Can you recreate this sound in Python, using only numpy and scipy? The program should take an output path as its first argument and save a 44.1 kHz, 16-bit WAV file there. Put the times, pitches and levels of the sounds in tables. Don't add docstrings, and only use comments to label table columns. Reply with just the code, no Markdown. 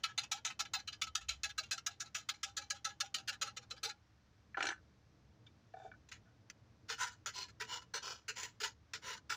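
import sys
import numpy as np
from scipy import signal
from scipy.fft import rfft, irfft
from scipy.io import wavfile
from scipy.ndimage import map_coordinates

SR = 44100
rng = np.random.default_rng(int(sys.argv[2]) if len(sys.argv) > 2 else 0)


def field_ratio(decibels):
    return 10 ** (np.asarray(decibels, dtype=float) / 20)


def waveform_to_disk(signal):
    frames = np.transpose(np.atleast_2d(signal))
    scaled = np.clip(frames, -1, 1) * 32767
    samples = np.round(scaled).astype(np.int16)
    wavfile.write(sys.argv[1], SR, samples)


N = 412776
CONTACT_SIZE = 2 ** 14

# start_s, level_db, rise_s, hold_s, fall_t60_s
PECKS = [(.032, -31.5, 0.0071, 0, 0.099), (.176, -31, 0.0027, 0.0005, 0.095),
         (.313, -31, .0034, 0.00056, 0.11), (0.446, -35, 0.0071, .0074, .091),
         (.591, -36, .0023, 0.019, .076), (.733, -29.5, 0.0053, 0, 0.1), (0.871, -38.5, 0.0078, 0, 0.073),
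         (1.014, -35.5, .0026, 0.015, 0.062), (1.15, -30.5, .0036, 0, 0.085),
         (1.283, -35, 0.0067, 0.0058, .12), (1.432, -35, 0.0035, 0.0095, 0.078),
         (1.576, -34.5, 0.0056, .0053, 0.077), (1.709, -31, 0.005, 0.00029, 0.11),
         (1.861, -32.5, .0051, 0, .08), (1.996, -38, .014, 0.0016, .058),
         (2.144, -37.5, 0.0062, 0.0057, 0.13), (2.286, -32, 0.0067, 0, 0.069),
         (2.43, -35.5, .0026, 0.0065, 0.071), (2.565, -35, 0.0066, 0.00044, .089),
         (2.7, -36, 0.0022, 0.011, 0.07), (2.843, -34.5, 0.0056, 0.0021, 0.096),
         (3.001, -34, .0033, 0.009, 0.052), (3.141, -32, 0.0034, 0.0024, 0.077),
         (3.273, -35.5, 0.0083, .011, 0.063), (3.411, -33, 0.0061, 0.0057, 0.086),
         (3.563, -42, 0.005, 0.003, 0.082), (3.697, -42, 0.016, 0, 0.092), (3.83, -36, 0.0027, .016, 0.13)]
# start_s, level_db, rise_s, hold_s, fall_t60_s
STROKES = [(6.969, -36.5, 0.054, 0.0094, 0.2), (7.319, -46, 0.052, 0.058, 0.13),
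           (7.654, -44.5, 0.07, 0.043, 0.14), (8.013, -46.5, .022, 0.09, .2),
           (8.347, -46, 0.038, 0.067, .15), (8.627, -37.5, 0.0052, 0.025, .12),
           (9.005, -46, 0.072, 0.057, 0.13)]
# start_s, level_db, rise_s, hold_s, free_end_tone_db
LANDINGS = [(6.111, -48.5, 0.011, .001, -89), (6.882, -42.5, 0.011, 0.04, -64),
            (7.259, -40, 0.0015, 0.014, -77), (7.596, -42, 0.0089, 0.018, -51),
            (7.935, -38.5, .006, 0.023, -59), (8.28, -37, .0028, 0.0027, -59),
            (8.6, -41, 0.0046, 0.0079, -50.5), (8.933, -39.5, 0.0037, .001, -64),
            (9.291, -37.5, .018, 0.015, -72)]
# pitch_hz, relative_level_db
DENSE_STEEL = [(200, -49), (350, -23), (620, -23), (850, -6.5), (1130, -16.5), (1290, -1.5), (1830, -12),
               (4170, -3), (7000, -6.5), (8200, -19.5), (12600, -28.5), (14200, -34), (15200, -20),
               (15800, -47.5)]


def unit(x):
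    return x / np.sqrt(np.mean(x ** 2) + 1e-20)


def along(points, hz):
    f, v = np.transpose(points)
    return np.interp(np.log(hz + 1), np.log(f + 1), v)


def place(table, s):
    at, *cols = np.transpose(table)
    return [np.interp(s, at, c) for c in cols]


def wobble(rate, size=N):
    knots = rng.standard_normal(int(size * rate / SR) + 4)
    return map_coordinates(knots, [np.arange(size) * rate / SR])


def coloured(spectrum):
    gain = field_ratio(along(spectrum, np.fft.rfftfreq(N, 1 / SR)))
    return unit(irfft(rfft(rng.standard_normal(N)) * gain, N))


def causal(gain_db):
    cepstrum = irfft(gain_db * np.log(10) / 20)
    half = len(cepstrum) // 2
    cepstrum[1:half] *= 2
    cepstrum[half + 1:] = 0
    return np.exp(rfft(cepstrum))


def envelope(t, rise_s, hold_s, t60_s):
    rising = np.sin(np.clip(t / max(rise_s, 1e-4), 0, 1) * np.pi / 2) ** 2
    return rising * field_ratio(-60 * np.clip(t - rise_s - hold_s, 0, None) / t60_s)


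def tint(low_db, deep_db, mid_db, bright_db):
    return [(600, low_db + deep_db), (700, low_db), (1000, low_db), (1200, mid_db), (1500, mid_db),
            (2000, 0), (3000, 0.0075), (6000, bright_db)]


def contacts(rows, modes, dense, grit_db, flutter_db, mode_scatter_db, ripple_db, ripple_hz,
             dense_db, snap_db, top_db):
    size = CONTACT_SIZE
    out, t, hz = np.zeros(N + size), np.arange(size) / SR, np.fft.rfftfreq(size, 1 / SR)
    centre, width, mode_db = np.transpose(modes)[:, :, None]
    rings = field_ratio(mode_db) * 1j * hz * width / (centre ** 2 - hz ** 2 + 1j * hz * width)
    rings[::2] *= -1
    skirts = [(250, -9.0), (420, 1.5), (7200, 2.0), (9000, -11), (14000, -21)]
    rings *= causal(along(skirts, hz))
    top = along([(7400, 0), (8400, 0.9)], hz)
    fade_out = np.clip((t[-1] - t) / .1, 0, 1)
    for s, db, rise_s, hold_s, t60_s, colour in rows:
        pressure = envelope(t, rise_s, hold_s, t60_s)
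        roughness_db = grit_db * wobble(1500, size=size) + flutter_db * wobble(116, size=size)
        force = pressure * rng.standard_normal(size) * field_ratio(roughness_db)
        force *= np.linalg.norm(pressure) / np.linalg.norm(force)
        if rise_s < .008:
            force += field_ratio(snap_db - 60 * np.abs(t - rise_s) / 0.00054)
        crowd_db = ripple_db * map_coordinates(rng.standard_normal(len(hz)), [hz / ripple_hz])
        crowd_db += 2.5 * map_coordinates(rng.standard_normal(len(hz)), [hz / 700])
        body = causal(along(dense, hz) + dense_db + crowd_db)
        body = body + field_ratio(mode_scatter_db * rng.standard_normal(len(modes))) @ rings
        body = body * causal(along(colour, hz))
        spectrum = rfft(force) * body / np.sqrt(np.mean(np.abs(body) ** 2))
        treble_fade = (field_ratio(db + 38.5) * np.maximum(pressure, t < rise_s)) ** 0.25
        treble = field_ratio(top_db) * treble_fade * irfft(spectrum * top, size)
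        sound = irfft(spectrum * (1 - top), size) + treble
        out[round(s * SR):][:size] += field_ratio(db) * sound * fade_out
    return out[:N]


def background():
    # pitch_hz, relative_level_db
    traffic = [(15, -61), (25, -31), (37, -25), (46, -9), (59, -6.5), (113, 1), (151, -9), (226, -10),
               (266, -15.5), (318, -10), (350, -20.5), (440, -18), (1200, -29), (1560, -45), (2640, -120)]
    # pitch_hz, relative_level_db
    mic_hiss = [(410, -30), (700, -9), (810, -11), (1410, -7), (1550, -7.5), (3000, -14.5), (5960, -15),
                (9220, -35.5), (16500, -37)]
    pass_s, pass_db, pass_width_s = 1.3, 14.5, 0.22
    swell_db = pass_db * np.exp(-((np.arange(N) / SR - pass_s) / pass_width_s) ** 2)
    deep = coloured([(25, -15.5), (45, -15.5), (65, 4.5), (80, 3.0), (100, -28), (150, -67.5)])
    deep = deep * field_ratio(-73.5 + swell_db + 1.5 * wobble(3.3))
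    rumble = coloured([(60, -60.5), (85, -11)] + traffic[4:])
    rumble = rumble * field_ratio(-68 + 1.8 * wobble(3.066) + 1.2 * wobble(8.9))
    return deep + rumble + field_ratio(-78.5 + .5 * wobble(5)) * coloured(mic_hiss)


def plate():
    # start_s, level_db, length_s, fall_t60_s
    drags = [(0, -69.5, 0.00082, 0.11), (0.062, -52.5, 0.037, 0.097), (0.227, -46, .016, 0.072),
             (0.361, -50.5, 0.016, 0.073), (0.498, -44.5, 0.0056, .11), (0.649, -47.5, .006, 0.091),
             (.774, -50.5, 0.029, 0.075), (0.917, -49, 0.019, 0.08), (1.06, -47, 0.017, 0.062),
             (1.204, -52, 0.017, 0.089), (1.319, -57.5, 0.018, 0.13), (1.484, -48, 0.02, 0.057),
             (1.622, -52.5, 0.017, 0.15), (1.773, -45, 0.0114, .07), (1.883, -58.5, .04, 0.14),
             (2.031, -57.5, 0.033, .092), (2.19, -56, 0.011, 0.13), (2.334, -56, .009, 0.15),
             (2.457, -56.5, 0.037, 0.094), (2.607, -52, 0.015, 0.13), (2.727, -56, 0.043, 0.1),
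             (2.884, -55, 0.02, 0.12), (3.023, -54.5, 0.039, 0.088), (3.168, -51, 0.032, 0.08),
             (3.312, -47, .031, 0.06), (3.441, -46.5, 0.039, 0.083), (3.61, -60, 0.023, .044),
             (3.758, -56, 0.016, 0.057), (3.886, -43.5, 0.014, 0.064)]
    # time_s, under_1khz_db, under_600hz_extra_db, brightness_db
    freeing = [(0, -11, -10.5, -10), (.25, -1, -10.5, -4.5), (.75, -2, -1.5, -7.5), (.9, -13, -0.5, -5),
               (1.7, -10, 8.5, -2), (2.3, -8.5, 6, -1.5), (2.7, -12, 8.5, -2), (3.2, -6.5, 7.5, -1),
               (3.45, -10.5, 15, -5), (3.9, -9, 12.5, -4)]
    # pitch_hz, width_hz, level_db
    blade_modes = [(807, 19, -17.5), (1322, 45, 1.5), (1397, 19, -3), (1500, 40, -11), (1667, 38, 4),
                   (2064, 110, -8.5), (2288, 70, -2), (2596, 39, -1), (2800, 110, -2.5), (3060, 11, -4.5),
                   (3540, 100, -11), (3610, 60, -2.5), (4048, 74, 8), (4800, 30, -9), (4980, 35, 0),
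                   (5974, 270, -1), (5600, 48, 1), (6670, 260, -3), (7910, 44, -16.5), (8140, 57, -16),
                   (10900, 80, -2)]
    press_share = .75

    def colour(s, low_db, bright_db):
        low, deep, bright = place(freeing, s)
        mid_db = -3.5 + 1 * s
        return tint(low + low_db, deep, mid_db, bright + bright_db)

    rows = [(*row, colour(row[0], 0, 0)) for row in PECKS]
    for s, db, length_s, t60_s in drags:
        low_db = 6 - .5 * (db + 51)
        rows.append((s, db, press_share * length_s, (1 - press_share) * length_s, t60_s,
                     colour(s, low_db, bright_db=-4)))
    return contacts(rows, blade_modes, DENSE_STEEL, grit_db=3.5, flutter_db=2.2, mode_scatter_db=4,
                    ripple_db=4.5, ripple_hz=50, dense_db=0.0, snap_db=-4.5, top_db=1.5)


def blade_tones():
    # time_s, level_relative_to_landing_db
    main_tone = [(0, -45), (.31, -21.5), (.59, -27.5), (.73, -23.5), (.87, -40), (1.28, -34.5),
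                 (1.43, -25.5), (1.71, -35), (2.29, -33), (2.43, -24), (3.0, -22.5), (3.14, -28),
                 (3.41, -24), (3.7, -31), (3.83, -16.5)]
    # time_s, pitch_hz, level_db
    free_end = [(0, 664, -79), (.7, 660, -67), (1, 690, -75), (1.6, 653, -63.5), (1.9, 711, -64.5),
                (2.3, 634, -75.5), (2.6, 550, -65), (2.9, 570, -67), (3.2, 630, -68.5), (3.42, 433, -67),
                (3.6, 518, -68), (3.9, 426, -54)]
    size = CONTACT_SIZE
    out, t = np.zeros(N + size), np.arange(size) / SR
    tones = []  # start_s, level_db, pitch_hz, delay_s, rise_s, t60_s
    for s, db, *_ in PECKS:
        ring_s = 0.12 * (1 + 0.27 * s)
        tones.append((s, db + place(main_tone, s)[0], 804, .016, 0.019, ring_s))
        end_hz, end_db = place(free_end, s)
        tones.append((s, end_db, end_hz, 0.0094, .027, 0.078))
    for s, *_, end_db in LANDINGS:
        tones.append((s, end_db, 442.4, 0.01017, 0.011, 0.13))
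    for s, _, rise_s, hold_s, _ in STROKES:
        push_db = -50.5 - 4 * (s - STROKES[0][0])
        tones.append((s, push_db, 1008, rise_s / 2, 0.031, 2.3 * (rise_s + hold_s)))
    for s, db, hz, delay_s, rise_s, t60_s in tones:
        hz = hz * (1 + .012 * rng.standard_normal())
        tone = np.sin(2 * np.pi * hz * t + wobble(65, size=size)) * field_ratio(3 * wobble(80, size=size))
        swell = envelope(t, rise_s, 0.0035, t60_s)
        out[round((s + delay_s) * SR):][:size] += field_ratio(db) * np.sqrt(2) * swell * tone
    return out[:N]


def knocks():
    # start_s, level_db, centre_hz, loss_db_per_octave, fall_t60_s
    rattle = [(4.544, -44.5, 1710, 20, 0.035), (4.570, -35, 1170, 10, 0.051), (4.580, -37, 500, 6, 0.022),
              (4.590, -42, 655, 6, .051), (4.605, -28.5, 1610, 4.5, 0.024), (4.618, -41, 1300, 7, .022),
              (4.626, -29.5, 3500, 5.5, 0.025), (4.640, -36, 795, 6, 0.036), (4.653, -32, 6500, 4, 0.02),
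              (4.668, -29.5, 6000, 4.5, 0.024), (4.688, -32.5, 5800, 2.5, 0.026),
              (4.703, -35.5, 1580, 16, .021), (4.715, -44, 400, 2, 0.018), (4.722, -38.5, 1500, 22, 0.06),
              (4.760, -59, 1500, 10, 0.045), (4.777, -61, 1500, 25, 0.037)]
    # start_s, level_db, centre_hz, loss_db_per_octave, fall_t60_s
    handling = [(5.464, -60.5, 2900, 17, 0.073), (5.737, -42, 774, 12, 0.031), (5.765, -55, 764, 9, .11),
                (5.797, -48, 775, 10, .048), (5.815, -55, 800, 10, .11), (5.843, -47.5, 447, 19, 0.084),
                (5.860, -50, 500, 11, 0.081), (5.914, -49.5, 1480, 17, 0.027), (5.935, -57, 1480, 26, 0.05),
                (6.255, -70, 1200, 12, .25)]
    # pitch_hz, width_hz, level_db
    tool_modes = [(328, 18, 5), (800, 66, -2), (987, 44, -5.5), (1266, 32, -7), (1372, 29, 4),
                  (1520, 36, 2), (1736, 71, 2.5), (2340, 44, -7), (2720, 48, -4.5), (2930, 59, -5),
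                  (3570, 64, -29), (4080, 22, 0), (4463, 27, -16), (5550, 30, -4.5), (6060, 23, -3.5),
                  (6540, 60, -12), (7060, 39, -8.5), (7950, 36, -8.5), (8720, 28, -13), (9700, 25, -12),
                  (10400, 33, -10), (11400, 30, -20.5)]
    # pitch_hz, width_hz, level_db
    handle_modes = [(447, 22, -8.5), (658, 26, -5), (764, 28, -1), (1270, 44, -14), (1480, 62, -5.5),
                    (1770, 78, -13.5), (2300, 30, -8.5), (3590, 54, -8), (4590, 61, -14), (5800, 77, -24),
                    (6300, 52, -12), (7080, 97, -18)]
    # pitch_hz, relative_level_db
    dense_tool = [(150, -74), (250, -2), (342, 2), (503, -8.5), (1520, 0), (4060, -1.5), (7000, -19),
                  (8500, -42), (12300, -57), (15000, -30), (15800, -64)]

    def blows(rows, rise_s):
        return [(s, db, rise_s, 0, t60_s, [(hz / 8, -3 * loss_db), (hz, 0), (hz * 8, -3 * loss_db)])
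                for s, db, hz, loss_db, t60_s in rows]

    chance = dict(grit_db=2, flutter_db=1.5, mode_scatter_db=1.5, ripple_db=3, ripple_hz=80)
    shuffle = [(4.57, -48, 0.067, 0.077, 0.1, [(1000, 0), (4000, -2)])]
    rustle = [(5.74, -70, 0.065, 0.073, 0.092, [(1000, 2.2), (2400, 0)])]
    tool = contacts(blows(rattle, rise_s=0.00038) + shuffle, tool_modes, dense_tool, **chance,
                    dense_db=-10.5, snap_db=7, top_db=1.5)
    handle = contacts(blows(handling, rise_s=0.00147) + rustle, handle_modes, DENSE_STEEL, **chance,
                      dense_db=-22.5, snap_db=1.0, top_db=8)
    return tool + handle


def file_on_teeth():
    # start_s, level_db
    late_catches = [(7.065, -48), (7.115, -59.5), (7.48, -58.5), (7.812, -60), (9.162, -54.5)]
    # start_s, level_db, fall_t60_s
    ticks = [(6.087, -55.5, 0.045), (6.498, -42.5, 0.028)]
    # pitch_hz, width_hz, level_db
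    file_modes = [(1317, 83, 0.5), (1537, 12, -20.5), (1720, 14, -6), (1870, 20, -28), (2390, 67, -1),
                  (2700, 46, -13), (2926, 45, 4), (3716, 24, -20), (4210, 160, 2.5), (5020, 89, -4),
                  (6000, 200, 2.5), (6860, 220, -10), (7310, 110, -7), (8700, 59, -15)]
    # pitch_hz, relative_level_db
    dense_file = [(200, -53), (330, -24), (450, -13), (670, -23.5), (980, -6.5), (1150, -38), (1380, 1.5),
                  (2440, -10), (7100, -6), (8200, -19.5), (12600, -30.5), (14200, -34), (15200, -16),
                  (15800, -56.5)]
    rows = [(s, db, rise_s, hold_s, 0.12, tint(-1.5, -0.5, -2, -5)) for s, db, rise_s, hold_s, _ in LANDINGS]
    rows += [(*row, tint(7.5, -3.5, -3, -3.5)) for row in STROKES]
    rows += [(s, db, 0.0094, 0.0081, .05, tint(2, -2, 2.5, 0)) for s, db in late_catches]
    rows += [(s, db, .0015, 0, t60_s, tint(-5, 1, -4, -1)) for s, db, t60_s in ticks]
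    return contacts(rows, file_modes, dense_file, grit_db=4, flutter_db=1.6, mode_scatter_db=3.5,
                    ripple_db=3.5, ripple_hz=45, dense_db=3.5, snap_db=-16, top_db=-0.5)


def scene():
    return (background() + plate() + blade_tones() + knocks() + file_on_teeth())[None]


def roll_off(x):
    return signal.sosfilt(signal.butter(12, 16790, fs=SR, output="sos"), x)


def record(dry):
    memory = np.exp(-np.arange(SR) / (.12 * SR))
    power = signal.fftconvolve(dry[0] ** 2, memory / memory.sum())[:N]
    gain = (1 + np.abs(power) / field_ratio(-42.5) ** 2) ** -.15
    return roll_off(dry * gain * field_ratio(0.5))


dry = scene()
out = record(dry)
waveform_to_disk(out)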